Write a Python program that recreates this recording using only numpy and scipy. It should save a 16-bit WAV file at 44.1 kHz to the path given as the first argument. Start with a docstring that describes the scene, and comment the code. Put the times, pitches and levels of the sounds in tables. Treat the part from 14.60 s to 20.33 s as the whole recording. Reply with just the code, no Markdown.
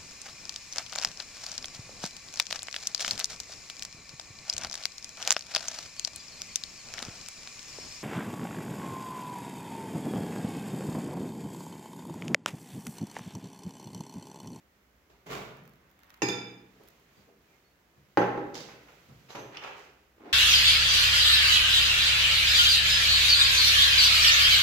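"""Pouring from a glass jug

Water trickles into a glass bowl in a hard-walled kitchen, sounding through tiny bubbles and drop impacts.
The jug clinks twice on the rim, exciting the bowl's modes. Set down with a hollow knock, it rocks flat
while the table top booms and its own glass rings faintly. Sleeves and slippers scuff by friction as the
cook shifts, over a quiet room tone."""
import sys
import numpy as np
from scipy import signal
from scipy.fft import rfft, irfft, next_fast_len
from scipy.io import wavfile
from scipy.ndimage import map_coordinates

SR = 44100
rng = np.random.default_rng(int(sys.argv[2]) if len(sys.argv) > 2 else 0)


def unload_audio(sound):
    """Save the sound as a 16-bit wav file, at the path given as the first command line argument."""
    columns = np.transpose(np.atleast_2d(sound))
    # keep every value between -1 and 1, then stretch to whole-number steps
    steps = np.round(np.clip(columns, -1, 1) * 32767)
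    wavfile.write(sys.argv[1], SR, steps.astype(np.int16))


N = 252628
T = np.arange(int(1.5 * SR)) / SR  # time axis of one event, in seconds


def trickle(count=4000, bubble_hz=1800, spread=0.4, t60_periods=10):
    """Bubble resonance: a thin stream traps tiny air bubbles, each a briefly ringing oscillator."""
    patter = np.zeros((2, N))
    t = T[:SR // 40]
    for pitch, left, right in rng.standard_normal((count, 3)):
        hz = bubble_hz * np.exp(spread * np.clip(pitch, -2, 2))
        bubble = np.sin(2 * np.pi * hz * t) * fade(t, t60_periods / hz)
        add(patter, rng.uniform(0, N / SR), np.outer([left, right], bubble))
    pour = swell(s=1.55, half_width=1.05, db=-64.5)
    gush = swell(s=1.487, half_width=0.07, db=-58.5)  # the jug tips further
    return kitchen(unit(patter) * (pour + gush), direct_db=-13, wet_db=-6)


# Spectrum of a drop's impact. Each row: frequency in Hz, density in dB.
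DROP_SPECTRUM = [(500, -51), (1100, 7.5), (2200, 3), (6000, -6), (9000, -10), (11500, -8), (13500, 2),
                 (16000, -2.5)]
# The loudest drops. Each row: start in seconds, level in dB, splash emphasis up to 4 kHz in dB.
DROP_IMPACTS = [(1.077, -48.5, -2), (1.434, -47, 7), (1.504, -42, 8), (1.543, -46, 10), (2.286, -42.5, -10)]
TICK_T60_S = 0.01
def drops():
    """Impact noise: each drop landing in the bowl gives a short broadband tick."""
    out = np.zeros((2, N))
    for s, db, splash_db in DROP_IMPACTS:
        tick = burst(fade(T, TICK_T60_S), DROP_SPECTRUM, [(4000, splash_db), (11000, 0)])
        add(out, s, amp(db) * kitchen(tick, direct_db=-1, wet_db=-8))
    return out


# Runs of small drips. Each row: start and end in seconds.
DRIP_SPANS = [(0.95, 1.6), (2.14, 2.4)]
def drips(per_second=36, db=-58, scatter_db=2.5):
    """Shot noise: small drips of uneven size tick at independent random moments."""
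    ticks = np.zeros(N)
    for start, end in DRIP_SPANS:
        count = round(per_second * (end - start))
        for s, size in zip(rng.uniform(start, end, count), rng.standard_normal(count)):
            add(ticks, s, amp(db + scatter_db * size) * fade(T, TICK_T60_S))
    return ticks * wash(DROP_SPECTRUM)


# Plinks in the jug. Each row: start in seconds, frequency in Hz, level in dB.
JUG_PLINKS = [(2.555, 4620, -73), (2.88, 2385, -69.5), (2.925, 2150, -69.5), (3.04, 4400, -73)]
def plinks(t60=0.37):
    """Damped resonance: water falling back into the righted jug rings one note per plink."""
    out = np.zeros((2, N))
    for s, hz, db in JUG_PLINKS:
        add(out, s, ring([(hz, db, t60)], beating=0.97, beat_rate=120, attack=0.006))
    return out


# Modes of the bowl. Each row: frequency in Hz, level in dB, T60 in seconds, dB added at rim place 1.
BOWL_MODES = [(1370, -19, 0.71, 14.5), (1808, 0.5, 0.45, -14), (1830, -13, 0.075, -4),
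              (2337, 2, 0.84, -5.5), (2420, -2, 0.41, -1), (2590, -5.5, 0.75, -10),
              (2730, 13.5, 0.037, -6.5), (3538, -10.5, 0.74, 13), (3584, -8.5, 0.62, 7.5),
              (4177, -18, 0.47, -5.5), (4940, -4, 0.77, -13), (5010, -3.5, 0.77, -23),
              (5160, 7, 0.069, -11), (6560, 5, 0.14, 0.5), (6560, -11, 0.65, -3), (12600, -25, .3, 0),
              (14400, -25, 0.22, 3)]
def bowl_ring(place, damped_s=0.4):
    """Modal excitation: the place struck on the rim sets each mode's strength; a hand damps the ring."""
    modes = [(hz, db + place * gain_db, t60) for hz, db, t60, gain_db in BOWL_MODES]
    hand_damping = np.exp(-(T / damped_s) ** 4)
    return ring(modes, beating=0.74, beat_rate=71, attack=0.00074) * hand_damping


# Spectra of glass on glass, the clack and its bright edge. Each row: frequency in Hz, density in dB.
CLACK_SPECTRUM = [(50, -34), (120, -12), (330, 4), (480, -0.5), (600, -13), (830, -4), (1250, -8.5),
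                  (2600, -9.5), (3200, -19), (5100, -15.5), (5800, -20.5), (6600, -9.5), (8300, -33.5),
                  (14000, -45)]
EDGE_SPECTRUM = [(2000, -39.5), (5000, -4.5), (7000, 0), (8800, -5), (10500, 5), (13000, 2), (16000, -7)]
# Jug against bowl. Each row: start in seconds, clack, thump and ring levels in dB, rim place from 0 to 1.
RIM_STRIKES = [(1.6196, -21, -33, -37.5, 0.01), (1.6856, -29, -44, -39.5, 0.88)]
def clinks(edge_db=-41):
    """Impact and rebound: each hard contact clacks, rings the bowl and thumps the table beneath it."""
    out = np.zeros((2, N))
    for s, clack_db, thump_db, ring_db, place in RIM_STRIKES:
        # a light touch barely pushes the table, so its clack has less bass
        weight = [(450, thump_db - clack_db + 15), (1800, 0)]
        clack = kitchen(burst(fade(T, 0.076), CLACK_SPECTRUM, weight), direct_db=-1, wet_db=-0.5)
        glass = bowl_ring(place)
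        thump = table_ring(bright_db=-8.5)  # the bowl in between softens the upper modes
        edge = kitchen(burst(fade(T, 0.056), EDGE_SPECTRUM), direct_db=-8.5, wet_db=-8.5)
        add(out, s, amp(clack_db) * clack + amp(edge_db) * edge)
        add(out, s, amp(ring_db) * glass + amp(thump_db) * thump)
    return out


# Spectrum of a knock on the table. Each row: frequency in Hz, density in dB.
KNOCK_SPECTRUM = [(25, -28), (60, -30.5), (120, -15.5), (230, -10), (300, -0.5), (530, -2.5), (660, -7.5),
                  (830, -3), (1400, -8), (2300, -16), (3200, -25.5), (6300, -37.5), (8300, -52.5),
                  (15000, -49.5)]
# Blows on the table. Each row: start in seconds, knock, table and jug levels in dB, treble gain in dB.
TABLE_BLOWS = [(3.573, -15, -29, -53.5, -1.5), (3.617, -20, -53, -69, -6), (3.775, -26.5, -46, -91, -11.5),
               (4.750, -35.5, -59, -57, -9.5), (4.791, -40, -61.5, -57, -19)]
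def knocks(push_db=19):
    """Impulsive forcing: the jug lands and rocks flat, then the table is bumped. Soft blows are dull."""
    out = np.zeros((2, N))
    impulse = np.ones((2, 1)) * (T == 0)  # the first wave is alike at both microphones
    for s, knock_db, table_db, jug_db, treble_db in TABLE_BLOWS:
        hardness = [(500, 0.021), (2000, treble_db)]
        push = amp(push_db) * coloured(impulse, KNOCK_SPECTRUM, hardness)
        scatter = burst(fade(T, 0.1), KNOCK_SPECTRUM, hardness)
        knock = kitchen(push + scatter, direct_db=-3.5, wet_db=-2)
        add(out, s, amp(knock_db) * knock + amp(table_db) * table_ring() + amp(jug_db) * jug_ring())
    add(out, 4.691, amp(-52.5) * jug_ring(attack=0.02))  # the jug shivers as the table is brushed
    return out


# Modes of the table top. Each row: frequency in Hz, level in dB, T60 in seconds.
TABLE_MODES = [(122.6, -5, 1), (175, -8, 0.41), (186.4, -8.5, 1.08), (220, -15, 1.21), (294, 2, 0.46),
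               (323.3, 8, 0.24), (380.7, 2.5, 0.41), (402.4, 0.5, 0.34), (493, -6, 0.82), (486, -4.5, 0.71),
               (552.5, -6.5, 0.25), (671, -10, 0.41), (816, 4, 0.66), (833.5, 3, 0.35), (849, -3, 0.99),
               (894, 0.5, 0.35), (1065, -24.5, 0.95), (1095, -8.5, 0.89), (1448, -9, 0.34)]
def table_ring(bright_db=0):
    """Plate vibration: the low bending modes of the table top give a hollow boom."""
    tilt = [(480, 0.0097), (700, bright_db)]
    modes = [(hz, db + along(tilt, hz), t60) for hz, db, t60 in TABLE_MODES]
    return ring(modes, beating=0.059, beat_rate=18, attack=0.00069)


# Modes of the jug. Each row: frequency in Hz, level in dB, T60 in seconds.
JUG_MODES = [(4900, -11.5, 0.35), (6020, -7, .42), (6210, -5.5, 0.58), (7280, -9.5, 0.65), (9400, -38, .45),
             (10700, -15, .35), (11030, -17, 0.48), (12500, -15.5, .3), (12700, -10, 0.41), (14900, -8, .2)]
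def jug_ring(attack=0.002):
    """Shell vibration: the jug's stiff glass wall rings thin and high."""
    return ring(JUG_MODES, beating=0.46, beat_rate=78, attack=attack)


def rub(rise, *spectra, grain_db=3, grain_rate=350):
    """Stick-slip friction: a run of small slips swells and dies away."""
    slips = unit(amp(grain_db * wobble(grain_rate)))
    motion = stroke(rise, t60=0.22 + 4.64 * rise)  # a slow stroke also dies slowly
    return kitchen(burst(slips * motion, *spectra), direct_db=0, wet_db=1.5)


# Friction spectra of cloth and of a slipper's sole. Each row: frequency in Hz, density in dB.
CLOTH_SPECTRUM = [(29, -50), (50, -10.5), (91, -19.5), (131, -1.5), (262, -12), (423, -3), (607, -5.5),
                  (735, -5.5), (1590, -10.5), (1880, -11), (2440, -11.5), (3500, -16.5), (7190, -25.5),
                  (8710, -39), (15500, -37.5)]
SOLE_SPECTRUM = [(35, -60), (60, -36), (119, -17.5), (378, -3), (589, -14.5), (839, -10), (959, -14),
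                 (2540, -24), (12000, -60), (15600, -86), (22000, -120)]
# Brushing strokes. Each row: start and rise in seconds, level in dB, bass, hiss and air gains in dB.
SCUFF_STROKES = [(0.495, 0.0057, -59, 10, 1.5, 4), (0.659, 0.0075, -47, 2.5, -2, 8),
                 (0.682, 0.043, -37, 1.5, -2.5, 6), (3.939, 0.013, -39, -0.5, 13, 8.5),
                 (4.075, 0.015, -49.5, -9, -21, 1), (4.271, 0.018, -57, -20, -7, 2),
                 (4.686, 0.012, -46, -8, 4.5, -9), (4.745, 0.0072, -41, 0, -2.5, -5),
                 (4.910, 0.038, -49, -29, -6, -18), (5.009, 0.031, -40, -15, -8, -7),
                 (5.160, 0.02, -53.5, -6, 6.5, 9)]
def scuffs(body_share=0.4):
    """Sliding friction: sleeves and slippers sound deeper the more weight they bear."""
    out = np.zeros((2, N))
    for s, rise, db, bass_db, hiss_db, air_db in SCUFF_STROKES:
        weight = [(130, bass_db), (400, body_share * bass_db), (1300, 0)]
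        sheen = [(2600, 0), (5000, hiss_db), (12000, air_db)]
        add(out, s, amp(db) * rub(rise, CLOTH_SPECTRUM, weight + sheen))
    add(out, 5.56, amp(-44.5) * rub(0.2, SOLE_SPECTRUM))  # a slipper drags over the floor
    return out


# Spectrum of a click. Each row: frequency in Hz, density in dB.
CLICK_SPECTRUM = [(300, -15), (1500, -6), (3000, 12.5), (4200, -5), (4900, 4), (6100, -5), (7500, -21),
                  (15000, -32)]
# Clicks of handling. Each row: start in seconds, level in dB.
HANDLING_CLICKS = [(3.952, -41.5), (4.9704, -37), (5.037, -44.5)]
def clicks():
    """Short transients: the brief contacts of handling reach far into the treble and sound crisp."""
    out = np.zeros((2, N))
    for s, db in HANDLING_CLICKS:
        click = burst(fade(T, 0.032), CLICK_SPECTRUM)
        add(out, s, amp(db) * kitchen(click, direct_db=2, wet_db=1.5))
    return out


# Soft steps and nudges. 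Each row: start in seconds, level in dB, centre frequency in Hz.
SOFT_CONTACTS = [(0.759, -53, 132), (2.19, -55.5, 430), (2.565, -57.5, 160), (2.672, -59, 384),
                 (3.36, -57.5, 135), (4.483, -50, 140)]
def bumps(skirt_db=-13.5, far_db=-45):
    """Heavy damping: a padded contact excites one dull, broad resonance that the room prolongs."""
    out = np.zeros((2, N))
    for s, db, hz in SOFT_CONTACTS:
        peak = [(20, far_db), (hz / 2, skirt_db), (hz, 0), (hz * 2, skirt_db), (6000, far_db)]
        thud = burst(stroke(rise=0.011, t60=0.28), peak + [(10000, -55)])
        add(out, s, amp(db) * kitchen(thud, direct_db=-0.5, wet_db=-3))
    return out


# Reaches of the arm. Each row: peak time and half-width in seconds, level in dB.
ARM_REACHES = [(2.28, 0.25, -66), (2.6, 0.092, -66.5), (2.92, 0.14, -69.5), (4.4, 0.88, -63)]
def rustle():
    """Friction noise: the apron's light hiss swells with each reach of the arm."""
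    motion = sum(swell(s, half_width, db) for s, half_width, db in ARM_REACHES)
    lightness = [(150, 0.5), (700, -5), (2000, 1), (6000, 3.5), (13000, 13.5)]
    return motion * wash(CLOTH_SPECTRUM, lightness)


# Spectrum of the quiet room. Each row: frequency in Hz, density in dB.
ROOM_SPECTRUM = [(20, -38.5), (60, 6.5), (95, -6), (170, -4), (400, -6), (900, -11.5), (2000, -11.5),
                 (4000, -22), (7000, -25), (9300, -31.5), (13000, -25), (16000, -24)]
def room_tone(db=-66):
    """Stationary noise: the room's low murmur with a little microphone hiss."""
    return amp(db) * wash(ROOM_SPECTRUM)


# Reverberation times of the kitchen. Each row: frequency in Hz, T60 in seconds.
ROOM_T60 = [(120, 1.38), (400, 0.86), (1000, 0.73), (2500, 0.79), (6000, 0.51), (12000, 0.52)]
def kitchen(x, direct_db, wet_db, build_s=0.0031):
    """Reverberation: a tail follows the direct sound, each frequency absorbed at its own rate."""
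    hz, t, bands = signal.stft(diffuse(len(T)), SR, nperseg=256)
    decay = fade(t, along(ROOM_T60, hz)[:, None])
    tail = signal.istft(bands * decay, SR, nperseg=256)[1]
    build_up = 1 - np.exp(-np.arange(tail.shape[1]) / SR / build_s)
    tail *= build_up / np.sqrt(SR * 0.055)
    wet = signal.fftconvolve(x[:1], tail, axes=1)[:, :x.shape[1]]
    return amp(direct_db) * x + amp(wet_db) * wet


# Likeness of left and right. Each row: frequency in Hz, coherence from 0 to 1.
COHERENCE = [(100, 0.93), (400, 0.84), (900, 0.14), (2000, 0.018), (7000, 0.055), (11000, 0.38)]
def diffuse(n):
    """Diffuse field: white noise from all sides, alike at both microphones mainly in the bass."""
    def shares(hz):
        angle = np.arccos(along(COHERENCE, hz)) / 2
        return np.array([np.cos(angle), np.sin(angle)])
    mid, side = filtered(rng.standard_normal((2, n)), shares)
    return np.array([mid + side, mid - side])


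def ring(modes, beating, beat_rate, attack):
    """Interference: wall reflections make each decaying mode beat differently at the two microphones."""
    out = np.zeros((2, len(T)))
    depth = beating * (1 - np.exp(-T / 0.01))  # reflections build up behind the direct ring
    for hz, db, t60 in modes:
        echoes = np.array([wobble(beat_rate) + 1j * wobble(beat_rate) for _ in range(2)])
        phase = rng.random() + rng.random((2, 1)) * (1 - along(COHERENCE, hz)) / 2
        swing = np.exp(2j * np.pi * (hz * T + phase)) * (1 + depth * echoes)
        out += amp(db) * fade(T, t60) * swing.real
    return out * (1 - np.exp(-T / attack))


def burst(envelope, *spectra):
    """Source and filter: diffuse noise under an envelope, coloured by the spectra."""
    return coloured(diffuse(len(T)) * envelope, *spectra)


def wash(*spectra):
    """Spectral shaping: steady stereo noise of rms 1 following the summed dB spectra."""
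    return unit(filtered(diffuse(N), lambda hz: amp(sum(along(s, hz) for s in spectra))))


def coloured(x, *spectra, size=4096):
    """Minimum-phase filtering: a causal pulse of unit energy carries the summed dB spectra."""
    hz = np.fft.rfftfreq(size, 1 / SR)
    gain = amp(sum(along(s, hz) for s in spectra))
    cepstrum = irfft(np.log(gain))
    cepstrum[1:size // 2] *= 2  # fold onto positive time
    cepstrum[size // 2 + 1:] = 0
    pulse = irfft(np.exp(rfft(cepstrum)))
    return signal.fftconvolve(x, pulse[None] / np.linalg.norm(pulse), axes=1)[:, :len(T)]


def filtered(x, gain):
    """Zero-phase filtering: the spectrum of x times gain(hz)."""
    n = x.shape[-1]
    padded = next_fast_len(n + 8192)
    hz = np.fft.rfftfreq(padded, 1 / SR)
    return irfft(rfft(x, padded) * gain(hz), padded)[..., :n]


def swell(s, half_width, db):
    """Gaussian envelope around time s."""
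    return amp(db) * np.exp(-((np.arange(N) / SR - s) / half_width) ** 2)


def stroke(rise, t60):
    """Linear rise, then exponential decay."""
    return np.minimum(T / rise, 1) * fade(np.maximum(T - rise, 0), t60)


def fade(t, t60):
    """Exponential decay of 60 dB in t60."""
    return amp(-60 * t / t60)


def wobble(rate):
    """Smooth random modulation over one event, rate knots a second."""
    return map_coordinates(rng.standard_normal(2048), [T * rate], mode="wrap")


def along(points, hz):
    """Interpolation of (Hz, value) points on a log-frequency axis."""
    knots_hz, values = np.transpose(points)
    return np.interp(np.log(hz + 1), np.log(knots_hz), values)


def amp(db):
    """Decibels to gain."""
    return 10 ** (np.asarray(db) / 20)


def unit(x):
    """Normalisation to rms 1."""
    return x / np.sqrt(np.mean(x ** 2) + 1e-20)


def add(track, s, sound):
    """Superposition of a sound on the track at time s."""
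    part = track[..., round(s * SR):][..., :sound.shape[-1]]
    part += sound[..., :part.shape[-1]]


def scene():
    """Superposition: the pressures of all sources in the kitchen add."""
    jug = clinks() + knocks()
    cook = scuffs() + clicks() + bumps() + rustle()
    water = trickle() + drips() + drops() + plinks()
    return water + jug + cook + room_tone()


# Imbalance of the microphones. Each row: frequency in Hz, left minus right in dB.
CHANNEL_BALANCE = [(100, 0), (500, -1), (2800, -2), (4500, -7), (6500, -10), (9000, 0), (13000, 1)]
def record(dry):
    """Frequency response: the two microphones differ in the treble and share a band limit."""
    top_hz = 15850
    sides = np.array([[0.5], [-0.5]])
    return filtered(dry, lambda hz: amp(sides * along(CHANNEL_BALANCE, hz)) * (hz < top_hz))


dry = scene()
out = record(dry)
unload_audio(out)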